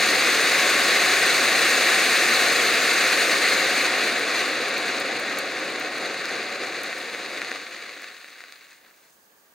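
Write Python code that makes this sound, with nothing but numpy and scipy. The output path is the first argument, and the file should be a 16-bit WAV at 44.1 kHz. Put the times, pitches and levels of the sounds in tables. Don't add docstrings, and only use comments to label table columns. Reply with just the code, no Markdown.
import sys
import numpy as np
from scipy import signal
from scipy.fft import rfft, irfft, next_fast_len
from scipy.io import wavfile
from scipy.ndimage import map_coordinates

SR = 44100
rng = np.random.default_rng(int(sys.argv[2]) if len(sys.argv) > 2 else 0)


def materialize(psi):
    bounded = np.clip(np.atleast_2d(psi).T, -1, 1)
    quanta = np.round(bounded * 32767).astype(np.int16)
    wavfile.write(sys.argv[1], SR, quanta)


N = 420704

# time_s, rate_per_s
BURST_RATE = [(0, 40000), (3.5, 38300), (5, 19000), (6.5, 11400), (7.6, 7100), (8.3, 4000), (9.5, 3200)]
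# freq_hz, relative_db
FIZZ_SPECTRUM = [(2000, -41), (5000, -2), (8300, -2.5), (10000, -8.5), (12500, -11.5), (15800, -17)]


def flame(collapse_db=-11, puff_s=8.86):
    # freq_hz, relative_db
    roar_spectrum = [(25, -48), (55, -41.5), (110, -22), (190, -12.5), (310, -1.5), (520, -0.5),
                     (780, -1.5), (1050, -1), (1600, -5.5), (2600, -11), (4500, -45.5)]
    hiss_spectrum = [(100, -43.5), (300, -18.5), (600, -13.5), (1100, 1), (1900, 0.5), (2700, 1.5),
                     (4100, -3), (5500, -10), (6800, -12), (8500, -17.5), (11000, -28.5), (16000, -40)]
    burn_db = burn()
    rate_per_s = curve(BURST_RATE)
    roar_db = -28.5 + .42 * burn_db + 1.41 * np.minimum(burn_db - collapse_db, 0)
    plume = amp(roar_db) + amp(-63) * swell(puff_s, length_s=.14)
    unevenness = (BURST_RATE[0][1] / rate_per_s) ** .41
    flutter_db = .68 * unevenness * (wobble(70) + .1 * wobble(20))
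    roar = plume * amp(.5 * flutter_db) * coloured(rng.standard_normal(N), roar_spectrum)
    hiss = amp(-22 + burn_db + flutter_db) * coloured(crackle(rate_per_s), hiss_spectrum)
    fizz_db = -33.5 + 2.3 * burn_db + flutter_db + .75 * wobble(120)
    fizz = amp(fizz_db) * coloured(crackle(rate_per_s), FIZZ_SPECTRUM)
    return roar + hiss + fizz


def burn():
    # time_s, strength_db
    decline = [(0, -0.1), (2.2, 0.52), (2.75, -0.5), (3.45, -0.5), (4.25, -5.5), (5.1, -9.5), (5.8, -11.6),
               (6.8, -13), (7.0, -14), (7.53, -14.5), (7.61, -17.5), (8.05, -20.5), (8.18, -25.5),
               (8.45, -25.5), (8.73, -35.5), (8.78, -38.5), (9.05, -42), (9.2, -59)]
    # centre_s, length_s, extra_db
    surges = [(3.8, .12, 1.3), (4.063, 0.088, 2), (4.39, 0.13, 2.5), (4.889, 0.14, 1.8),
              (6.048, 0.094, 1.5), (6.36, 0.17, 1), (6.653, .08, 1.6), (8.72, 0.093, 5.5)]
    return curve(decline) + sum(db * swell(centre_s, length_s) for centre_s, length_s, db in surges)


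def sizzle(peak_s=6.95, rise_db_per_s=15, fall_db_per_s=7):
    t = np.arange(N) / SR - peak_s
    level_db = -53.5 + np.minimum(rise_db_per_s * t, -fall_db_per_s * t) + 2 * wobble(17)
    return amp(level_db) * coloured(crackle(curve(BURST_RATE)), FIZZ_SPECTRUM)


def pops(decay_cycles=.38, gain_db=6, highpass_hz=650):
    # start_s, relative_db, pitch_hz
    pockets = [(6.2553, -17.5, 4600), (6.928, -20, 1890), (7.147, -21, 1640), (7.362, -29, 2090),
               (7.392, -34, 2130), (7.417, -15.5, 2160), (7.447, -20, 2460), (7.5158, -17.5, 1870),
               (7.559, -25, 2380), (7.892, -30, 2040), (8.022, -31, 1870), (8.042, -28, 2180),
               (8.244, -31, 2250), (8.4053, -31, 2230), (8.4382, -29.5, 2150), (8.523, -28.5, 3940),
               (8.536, -39, 1880), (8.722, -47, 2470), (8.865, -51, 1870), (8.91, -47, 1750)]
    out = np.zeros(N + SR)
    t = np.maximum(np.arange(SR // 100) / SR - .0008, 0)
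    for start_s, db, hz in pockets:
        swing = np.sin(2 * np.pi * hz * t) * np.exp(-hz * t / decay_cycles)
        out[round(start_s * SR):][:len(t)] += amp(db + gain_db) * swing / np.abs(swing).max()
    return signal.sosfilt(signal.butter(2, highpass_hz, "highpass", fs=SR, output="sos"), out[:N])


def sparks(crest_s=.0018, width_s=.00047, gain_db=-3.5, fade_db_per_s=5, faint_count=36):
    # start_s, relative_db
    loud = [(4.1944, -21.5), (4.385, -29.5), (4.6824, -25.5), (4.7785, -22.5), (4.8634, -30),
            (4.9994, -21.5), (5.1974, -25.5), (5.386, -13.5), (5.7967, -24), (5.9813, -29), (6.8325, -21),
            (6.984, -28), (8.0182, -32)]
    # freq_hz, gain_db
    spectrum = [(1500, -22), (4000, 0), (7000, 0), (11000, -4), (16000, -5)]
    out = np.zeros(N + SR)
    t = np.arange(SR // 100) / SR
    puff = np.exp(-((t - crest_s) / width_s) ** 2)
    faint_s = rng.triangular(3.7, 4.4, 7, faint_count)
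    faint_db = -27.5 + 2 * rng.standard_normal(faint_count) - fade_db_per_s * (faint_s - faint_s.min())
    for start_s, db in [*loud, *zip(faint_s, faint_db)]:
        out[round(start_s * SR):][:len(t)] += amp(db + gain_db) * puff * rng.standard_normal(len(t))
    return filtered(out[:N], lambda hz: amp(along(spectrum, hz)))


def ground_bounce(x, delay_s=.0004338, phase_rad=.76, blur=.067):
    # freq_hz, gain
    gravel = [(100, 0.79), (1000, 0.66), (3200, 0.67), (8000, 0.31), (15000, 0.13)]
    reflected = filtered(
        x, lambda hz: along(gravel, hz) * np.exp(-1j * (2 * np.pi * hz * delay_s + phase_rad)))
    flame_height = amp(burn())
    return (1 - blur * flame_height) * reflected


def forest_scatter(x):
    # freq_hz, gain_db
    scatter = [(120, -46), (300, -91), (600, -36), (1100, -6.5), (2000, -15), (4500, -4), (8000, -5.5),
               (15000, 2)]
    # freq_hz, t60_s
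    reverb_time = [(200, 0.68), (2000, 0.49), (6000, 0.091), (14000, .03)]
    hz, t, spectra = signal.stft(x, SR, nperseg=256)
    decay = amp(-60 * t[t < .5] / along(reverb_time, hz)[:, None]) ** 2
    decay /= decay.sum(axis=1, keepdims=True)
    energy = signal.fftconvolve(np.abs(spectra) ** 2, decay, axes=1)[:, :len(t)]
    noise = signal.stft(rng.standard_normal((2, N)), nperseg=256)[2]
    wet = noise / noise.std() * np.sqrt(np.abs(energy)) * amp(along(scatter, hz))[:, None]
    return signal.istft(wet, nperseg=256)[1][:, :N]


def arrival_lag(x, lag_s=13e-6):
    return filtered(x, lambda hz: np.exp(np.outer([1, -1], 1j * np.pi * hz * lag_s)))


def housing(x):
    # centre_hz, width_hz, gain_db
    resonances = [(537, 167, 5.5), (600, 25, -4), (740, 139, 9.5), (827, 38, -4), (952, 87, 4.5),
                  (983, 30, -22), (1099, 19, 3.5), (1335, 21, -8.5), (1850, 40, 3), (3410, 72, 4.5)]
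    # freq_hz, left_minus_right_db
    balance = [(400, 0), (880, 1.2), (1030, 4.5), (1250, 1.6), (4500, .9), (5600, 2.6), (8000, 1.3),
               (10500, -.5), (14000, -1.4)]

    def response(hz):
        ripple_db = sum(db / (1 + (2 * (hz - centre) / width) ** 2) for centre, width, db in resonances)
        return amp(ripple_db + np.outer([.5, -.5], along(balance, hz)))
    return filtered(x, response)


def air():
    # freq_hz, relative_db
    spectrum = [(25, -15), (90, -15), (190, -4), (550, 0.5), (800, -2.5), (1200, -0.5), (1370, -5.5),
                (1600, 1.5), (1780, 0), (2050, -7), (4000, -10.5), (11000, -13.5), (15500, -4.5),
                (16000, -24)]
    # freq_hz, correlation
    likeness = [(100, .85), (400, 1), (1200, 0.14), (3000, 0), (15000, 0)]

    def mid_side_gains(hz):
        angle_rad = np.arccos(np.clip(along(likeness, hz), -1, 1)) / 2
        return np.array([np.cos(angle_rad), np.sin(angle_rad)])
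    mid, side = filtered(rng.standard_normal((2, N)), mid_side_gains)
    left_right_db = [[-59.9], [-58.1]]
    return amp(left_right_db) * coloured(np.array([mid + side, mid - side]), spectrum)


def whine(pitch_hz=15625, level_db=-75):
    return amp(level_db) * unit(np.sin(2 * np.pi * pitch_hz * np.arange(N) / SR))


def crackle(rate_per_s):
    chance = np.clip(rate_per_s / SR, 1e-4, 1)
    return (rng.random(N) < chance) * rng.standard_normal(N) / np.sqrt(chance)


def swell(centre_s, length_s):
    return np.exp(-(2 * (np.arange(N) / SR - centre_s) / length_s) ** 2)


def wobble(knots_per_s):
    knots = rng.standard_normal(int(N * knots_per_s / SR) + 4)
    return map_coordinates(knots, [np.arange(N) * knots_per_s / SR])


def amp(db):
    return 10 ** (np.asarray(db) / 20)


def unit(x):
    return x / np.sqrt(np.mean(x ** 2) + 1e-20)


def along(points, hz):
    freq_hz, values = np.transpose(points)
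    return np.interp(np.log(hz + 1), np.log(freq_hz + 1), values)


def curve(points):
    return np.interp(np.arange(N) / SR, *np.transpose(points))


def filtered(x, response):
    size = next_fast_len(N + SR // 2)
    return irfft(rfft(x, size) * response(np.fft.rfftfreq(size, 1 / SR)), size)[..., :N]


def coloured(x, spectrum):
    return unit(filtered(x, lambda hz: amp(along(spectrum, hz))))


def scene():
    flare = flame() + sizzle() + pops() + sparks()
    ground = ground_bounce(flare)
    heard = housing(arrival_lag(flare + ground) + forest_scatter(flare + .5 * ground))
    return heard + air() + whine()


def record(dry, cutoff_hz=15900):
    return filtered(dry, lambda hz: hz < cutoff_hz)


dry = scene()
out = record(dry)
materialize(out)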